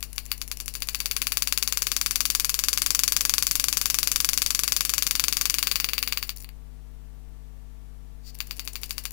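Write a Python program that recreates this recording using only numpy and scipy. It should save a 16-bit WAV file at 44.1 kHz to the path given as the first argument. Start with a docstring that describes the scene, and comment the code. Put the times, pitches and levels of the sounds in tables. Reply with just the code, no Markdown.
"""A motor-driven engraving handpiece hammers a graver into a steel plate, close up at a workshop bench.
A cam throws a piston, which strikes, bounces, slides back and rattles on its stop, ringing tool, plate
and vice. The pedal speeds it up, lets it stop and starts it again. The mono microphone, on the left
input, also catches the motor's drone, a short room tail and mains hum; the open right input only hisses."""
import sys
import numpy as np
from scipy import signal
from scipy.fft import rfft, irfft, next_fast_len
from scipy.io import wavfile
from scipy.ndimage import uniform_filter1d

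SR = 44100
rng = np.random.default_rng(int(sys.argv[2]) if len(sys.argv) > 2 else 0)


def to_wav(sig):
    """Store sig (one row per channel, or 1-D mono) as 16-bit WAV at the path in sys.argv[1].

    Samples outside -1..1 are clipped; the rate is SR.
    """
    pcm = np.clip(np.atleast_2d(sig), -1, 1) * 32767
    pcm = np.round(pcm).astype(np.int16)
    wavfile.write(sys.argv[1], SR, pcm.T)  # frames by channels


N = 402191


def amp(db):
    """Gain of a level in dB."""
    return 10 ** (np.asarray(db) / 20)

def along(points, hz):
    """Read (frequency, value) points along a log frequency axis."""
    f, value = np.transpose(points)
    return np.interp(np.log(hz + 1), np.log(f + 1), value)

def columns_at(table, times):
    """Read each column of a timed table at the given times."""
    at, *columns = np.transpose(table)
    return [np.interp(times, at, column) for column in columns]

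def filtered(x, response):
    """Pass x through a complex frequency response."""
    size = next_fast_len(N + SR // 2)
    return irfft(rfft(x, size) * response(np.fft.rfftfreq(size, 1 / SR)), size)[..., :N]


# Noise floor of the microphone input and of the open input: (frequency [Hz], density [dB per Hz])
HISS_LEFT = [(20, -63.5), (32, -75.5), (40, -97), (90, -82.5), (300, -87.5), (600, -95.5), (2000, -100),
             (5000, -105), (15300, -106), (16000, -125)]
HISS_RIGHT = [(20, -88), (75, -101.5), (300, -101), (1000, -106), (4000, -111), (15000, -116),
              (16000, -135)]

def hiss():
    """Each input's amplifier adds its own unrelated noise."""
    colour = lambda hz: np.sqrt(SR / 2) * amp([along(HISS_LEFT, hz), along(HISS_RIGHT, hz)])
    return filtered(rng.standard_normal((2, N)), colour)


MAINS_HZ = 50.132
# Hum on the microphone line: (harmonic [number], level [dB])
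HUM = [(1, -39), (2, -63), (3, -55), (5, -59), (7, -75), (9, -67), (11, -77), (13, -71), (15, -73),
       (17, -74), (19, -75), (23, -75), (27, -81), (35, -81)]

def hum():
    """The cable picks up the mains and its mostly odd harmonics."""
    phase = 2 * np.pi * MAINS_HZ * np.arange(N) / SR
    starts = 2 * np.pi * rng.random(len(HUM))
    harmonics = sum(amp(db) * np.sin(k * phase + start) for (k, db), start in zip(HUM, starts))
    return amp(0.25) * np.sqrt(2) * harmonics


FULL_RATE_HZ = 23.15
# Cam speed, one list for each press of the pedal: (time [s], rate [turns per s])
PEDAL_RUNS = [
    [(0.0271, 6.585), (0.25, 6.484), (0.33, 10.84), (0.41, 9.26), (0.72, 13.964), (0.84, 14.885),
     (0.96, 17.77), (1.3, 19.69), (1.56, 19.495), (1.73, 20.778), (2.59, 20.794), (2.83, 23.1),
     (5.8, 23.188), (5.96, 21.434), (6.17, 20.132), (6.3, 13.108)],
    [(8.4034, 8.199), (8.57, 12.263), (8.75, 12.546), (8.92, 13.808), (9.12, 13.508)],
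]

def cam():
    """The cam's rate adds up to turns: (times, turns so far) for each run."""
    spans = [np.arange(run[0][0], run[-1][0], 1 / SR) for run in PEDAL_RUNS]
    return [(t, np.cumsum(np.interp(t, *np.transpose(run))) / SR) for t, run in zip(spans, PEDAL_RUNS)]

def blow_times():
    """One blow as each run starts, then one for every whole turn of the cam."""
    return np.concatenate([np.interp(np.arange(int(turns[-1]) + 1), turns, t) for t, turns in cam()])

def speed_and_turns():
    """The cam's smoothed motion: speed as a share of the full rate, and turns so far."""
    turns = sum(np.interp(np.arange(N) / SR, t, made) for t, made in cam())
    turns = uniform_filter1d(turns, SR // 10, mode="nearest")
    return abs(np.gradient(turns)) * SR / FULL_RATE_HZ, turns


# Modes of the metal parts at the bench: (frequency [Hz], width [Hz], level [dB])
PLATE = [(1138, 315, -4.5), (1652, 263, -2), (3866, 1880, -2)]
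BARREL = [(4580, 260, 0)]
GRAVER = [(5480, 560, 0.5), (6265, 234, -1), (6830, 205, 4), (7860, 1600, -4.5)]
SPRING = [(10400, 900, 0)]
PISTON = [(9150, 360, 2.5), (10940, 254, 3.5), (11950, 1960, 0)]
COLLET = [(14600, 1640, -2.5), (15250, 700, 0.5)]
VICE = [(2200, 860, -5), (2870, 316, -0.05)]
PARTS = PLATE, BARREL, GRAVER, SPRING, PISTON, COLLET, VICE  # the order of every per-part list

def ringing(f):
    """Each part's resonant response, with energy 1; neighbouring modes swing in opposite sense."""
    ladder = sorted(hz for part in PARTS for hz, width, db in part)
    response = np.array([sum((-1) ** ladder.index(hz) * amp(db) * resonance(f, hz, width)
                             for hz, width, db in part) for part in PARTS])
    return response / np.sqrt(np.mean(abs(response) ** 2, axis=1, keepdims=True))

def resonance(f, hz, width):
    """Band-pass response of one damped mode."""
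    return 1j * f * width / (hz * hz - f * f + 1j * f * width)

def knocks(times, part_db, rough, crack_ms):
    """Force on each part: a sharp push plus a short random crack at every contact."""
    t = np.arange(64) / SR
    crack = rng.standard_normal((len(times), len(t))) * np.exp(-t / (crack_ms / 1000))
    shape = rough * crack / np.linalg.norm(crack, axis=1, keepdims=True) + (t == 0)
    onsets = np.round(np.clip(times, 0, None) * SR).astype(int)
    at = (onsets[:, None] + np.arange(len(t))).ravel()
    return np.array([np.bincount(at, (shape * amp(db)[:, None]).ravel(), N + SR)[:N] for db in part_db])


FAINT_DB, FAINT_LEAD_S = -26, [0.014, 0.007]  # two faint ticks ahead of a blow
TICK_BARREL_DB, CLINK_BARREL_DB = -13, 3  # barrel over piston
TICK_KNOCK_DB, CLINK_KNOCK_DB = -13, -2  # plate and vice over piston
# Clear ticks of the loose piston at low speed: (time [s], level [dB])
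TICKS = [(0.0077, -13.5), (0.1304, -11), (0.1614, -11.5), (0.2629, -10.5), (0.307, -17.5), (0.3795, -9.5),
         (0.478, -10), (0.5718, -8.5), (0.6595, -8), (0.7392, -6), (0.804, -8.5), (0.8727, -10),
         (0.9343, -20.5), (0.9902, -16), (6.0213, -16.5), (6.0642, -16.5), (6.1175, -20), (6.1617, -24),
         (6.2143, -21.5), (6.223, -21.5), (6.274, -16), (6.282, -14), (6.3618, -15), (6.3646, -15),
         (6.3725, -13), (6.3837, -18), (6.4036, -17), (6.4075, -14), (6.4175, -14), (6.4245, -17),
         (6.436, -20), (8.3498, -22), (8.3523, -13), (8.3883, -15.5), (8.4726, -15), (8.4798, -20),
         (8.5675, -18), (8.573, -14.5), (8.5831, -19), (8.6516, -12.5), (8.6585, -15), (8.735, -11),
         (8.746, -16), (8.8161, -8), (8.8267, -20), (8.8619, -12), (8.8981, -11), (8.9017, -20),
         (8.9278, -11), (9.038, -13), (9.041, -14.5), (9.1082, -8.5)]
# Fuller clinks of the barrel as the piston comes to rest: (time [s], level [dB])
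CLINKS = [(6.3165, -20), (6.324, -22), (6.4452, -9), (6.4904, -16)]
# Tick colour as the grip changes, against the piston: (time [s], spring [dB], collet [dB], graver [dB])
TICK_COLOUR = [(1.0, -1, -13, -5), (5.5, 0, -7, -16), (6.1, -4, -8, -13), (6.5, -6.5, 1, -4.5),
               (8.3, -15, -7.5, -6)]

def rattles():
    """The returning piston ticks on its stop: clearly when slow, faintly at speed."""
    hits = blow_times()[1:]
    chance = rng.standard_normal((len(hits), 2, 2))
    faint_times = hits[:, None] - FAINT_LEAD_S + .0016 * chance[:, 0]
    faint_db = FAINT_DB + 3.5 * chance[:, 1]
    times, db = np.transpose(np.r_[CLINKS, TICKS, np.c_[faint_times.ravel(), faint_db.ravel()]])
    shiver = rng.standard_normal((len(times), 4))
    spring_db, collet_db, graver_db = columns_at(TICK_COLOUR, times)
    collet_db += 3 * shiver[:, 3]
    is_clink = np.arange(len(times)) < len(CLINKS)
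    barrel_db = np.where(is_clink, CLINK_BARREL_DB, TICK_BARREL_DB + 4 * shiver[:, 2])
    knock_db = np.where(is_clink, CLINK_KNOCK_DB, TICK_KNOCK_DB)
    over_piston = np.array([knock_db, barrel_db, graver_db, spring_db, 0 * times, collet_db, knock_db])
    part_db = db + over_piston - over_piston.max(axis=0) - 5  # the strongest part sets the level
    chatter_db = part_db - 7 - 20 * is_clink + 3 * shiver[:, 1]  # a softer contact beside each tick
    chatter = knocks(times + .006 * shiver[:, 0], chatter_db, rough=.8, crack_ms=.4)
    return knocks(times, part_db, rough=.7, crack_ms=.2) + chatter


# Grip and cut at the plate: (time [s], strength [dB], graver ring [dB], spring lift [dB])
CUT = [(0.03, -19, 3, 5), (0.18, -18, 0.5, 4.5), (0.32, -16, -6, 6.5), (0.42, -20.5, 2.5, 4),
       (0.65, -20.5, 5, 4.5), (0.9, -15.5, 0.5, 1.5), (1.2, -13.5, 1.5, 5.5), (2.0, -12, 5.5, -0.5),
       (2.8, -10.5, 6, -2.5), (4.8, -11, 6, -1), (5.2, -11, 4, -6), (5.5, -10.5, 4, -7.5),
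       (5.7, -11, 0, -0.5), (5.8, -11.5, -1.5, -2), (5.9, -14.5, -2.5, 2), (6.15, -14, -2.5, 0),
       (6.3, -18.5, -3, 0), (8.4, -18.5, -4, -2), (8.6, -21, -1.5, -2), (9.05, -18, 1, -1)]
# For each part: (level against the blow's strength [dB])
SHARE_DB = [-1.5, 3, -1.5, -0.5, 0.5, 4.5, -8]
# For each part: (level change [dB per dB of graver ring])
FOLLOWS_RING = [-0.13, -0.25, 0.71, 0.3, 0.74, -0.43, -0.55]

def grip(times):
    """Level in dB of each part; the less the graver rings, the more barrel and vice speak."""
    strength_db, ring_db, spring_db = columns_at(CUT, times)
    is_spring = np.array([part is SPRING for part in PARTS])[:, None]
    colour_db = np.outer(FOLLOWS_RING, ring_db) + is_spring * spring_db
    return strength_db + colour_db + np.array(SHARE_DB)[:, None]


UNEVEN_DB = 0.6  # scatter from blow to blow
# The strike and its two bounces: (delay [ms], level [dB], time scatter [ms], treble tilt [dB per step])
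CONTACTS = [(0, 0, 0, 0), (6.0, -9.5, .22, 1.3), (8.5, -16, .6, 1)]

def blows():
    """The piston strikes much alike each turn; its bounces vary and come later when the cam is slow."""
    times = blow_times()
    delay_ms, level_db, scatter, tilt_db = np.transpose(CONTACTS)
    period = np.clip(np.gradient(times), 0, .15)[:, None]
    chance = rng.standard_normal((len(times), 3, len(delay_ms)))
    late_ms = delay_ms * (1 + 2.5 * (period - 1 / FULL_RATE_HZ)) + scatter * chance[:, 0]
    contact_db = UNEVEN_DB * chance[:, 2, :1] + level_db + 4 * scatter * chance[:, 1] + 14
    treble_steps = np.array([-2, -1, 0, 1, 2, 3, -1])[:, None, None]
    part_db = contact_db + grip(times)[:, :, None] + treble_steps * tilt_db
    strikes = knocks(times, part_db[..., 0], rough=.24, crack_ms=.3)
    bounce_times = (times[:, None] + late_ms / 1000)[:, 1:].ravel()
    bounce_db = part_db[..., 1:].reshape(len(PARTS), -1)
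    return strikes + knocks(bounce_times, bounce_db, rough=.6, crack_ms=.35)


THIN_HZ = 846  # the small tool radiates little below this
# From tool to close microphone, direct and off hand, vice, bench and wall:
# (delay [ms], level [dB], signed gain [ratio], dull above [Hz])
MIC_PATHS = [(.55, 2, -0.95, 8040), (.75, 9, 0.88, 6800), (1.1, 4, 0.69, 13000), (1.55, 4.5, 0.53, 25000),
             (2.4, -11.5, -0.22, 13200), (3.1, -8.5, -0.52, 18000), (12.8, -30, 1, 3800)]

def mic_paths(f):
    """Every blow reaches the microphone as the same few delayed, dulled copies."""
    thin = -f * f / (THIN_HZ ** 2 - f * f + 1.2j * f * THIN_HZ)
    return thin * sum(gain * amp(db) * np.exp(-2j * np.pi * f * ms / 1000) / (1 + (f / dull_hz) ** 4)
                      for ms, db, gain, dull_hz in MIC_PATHS) / 2


# A lone dry slide of the piston as the motor creeps: (time [s], level [dB])
CREEP = [(8.2, -78), (8.235, -61), (8.27, -41.5), (8.305, -43.5), (8.318, -75), (8.35, -47.5)]

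def slide():
    """After each blow the piston rubs back along the barrel; a lighter rub grows with speed."""
    t = np.arange(N) / SR
    hits = blow_times()
    last_hit = hits[np.clip(np.searchsorted(hits, t) - 1, 0, None)]
    since = np.clip(t - last_hit, 0, None)
    stroke = np.clip(since / .006, 0, 1) / (1 + (since / .024) ** 5)  # lasts some 25 ms
    rub = amp(-32) * stroke + amp(-42.5) * speed_and_turns()[0] ** 0.36
    part_db = grip(t) + np.array([2.5, 1.0, 3.5, 0.5, 1.0, 1.5, 10])[:, None]
    creep_db = np.interp(t, *np.transpose(CREEP), left=-120, right=-120)
    creep = amp(creep_db + np.array([-19, -4, -9, -26, -15, -11, -18.5])[:, None])
    return (rub * amp(part_db) + creep) * rng.standard_normal((len(PARTS), N))


# Motor drone at the microphone at full speed: (multiple of the blow rate [number], level [dB rms])
DRONE = [(1, -57), (3, -57), (5, -65), (6, -61), (7, -55), (8, -60), (10, -64), (11, -63), (12, -54),
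         (16, -68), (21, -64), (26, -67)]

def motor():
    """A drone locked to the cam and a low rumble of the bearings, both louder with speed."""
    speed, turns = speed_and_turns()
    knots = rng.standard_normal((len(DRONE), 90))
    position = np.linspace(0, knots.shape[1] - 1, N)
    wavers = [0.2 * np.interp(position, np.arange(len(row)), row) for row in knots]
    drone = sum(amp(db) * np.sin(2 * np.pi * k * turns + waver) for (k, db), waver in zip(DRONE, wavers))
    rumble = filtered(rng.standard_normal(N), lambda f: resonance(f, hz=350, width=260))
    rumble *= 1 + 0.66 * np.cos(2 * np.pi * (turns - 0.1))  # loudest just after each blow
    return np.sqrt(2) * speed ** 4.2 * drone + amp(-35) * speed ** 1.3 * rumble


# The workshop around the bench: (frequency [Hz], time to fall 60 dB [s])
ROOM_DECAY = [(300, .16), (2500, .14), (8000, .1), (16000, .08)]

def room(x, tail_count):
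    """A short room tail, dying soonest in the treble; each blow uses one of several random tails."""
    hz, t, noise = signal.stft(rng.standard_normal((tail_count, SR // 2)), SR, nperseg=256)
    decay = amp(-60 * t / along(ROOM_DECAY, hz)[:, None])
    tails = signal.istft(noise * decay, SR, nperseg=256)[1]
    starts = blow_times() - .002
    tail_choice = rng.integers(0, tail_count, len(starts) + 1)[np.searchsorted(starts, np.arange(N) / SR)]
    by_tail = x * (tail_choice == np.arange(tail_count)[:, None])
    wet = signal.fftconvolve(by_tail, tails / np.linalg.norm(tails[0]), axes=1).sum(axis=0)
    return np.pad(wet, (220, 0))[:N]  # arrives 5 ms late


def scene():
    """Tool, motor, room and hum reach the left input only; both inputs hiss."""
    struck = filtered(blows(), ringing).sum(axis=0)
    loose = filtered(rattles() + slide(), ringing).sum(axis=0)
    left = filtered(struck, mic_paths) + loose + motor() + hum()
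    left += amp(-17) * room(struck + 2 * loose, tail_count=6)
    return hiss() + left * [[1], [0]]


TOP_HZ = 16650

def record(dry):
    """The inputs clip softly at full scale and are band-limited."""
    clipped = dry / (1 + abs(dry) ** 8) ** (1 / 8)
    return np.clip(filtered(clipped, lambda hz: hz < TOP_HZ), -1, 1)


dry = scene()
out = record(dry)
to_wav(out)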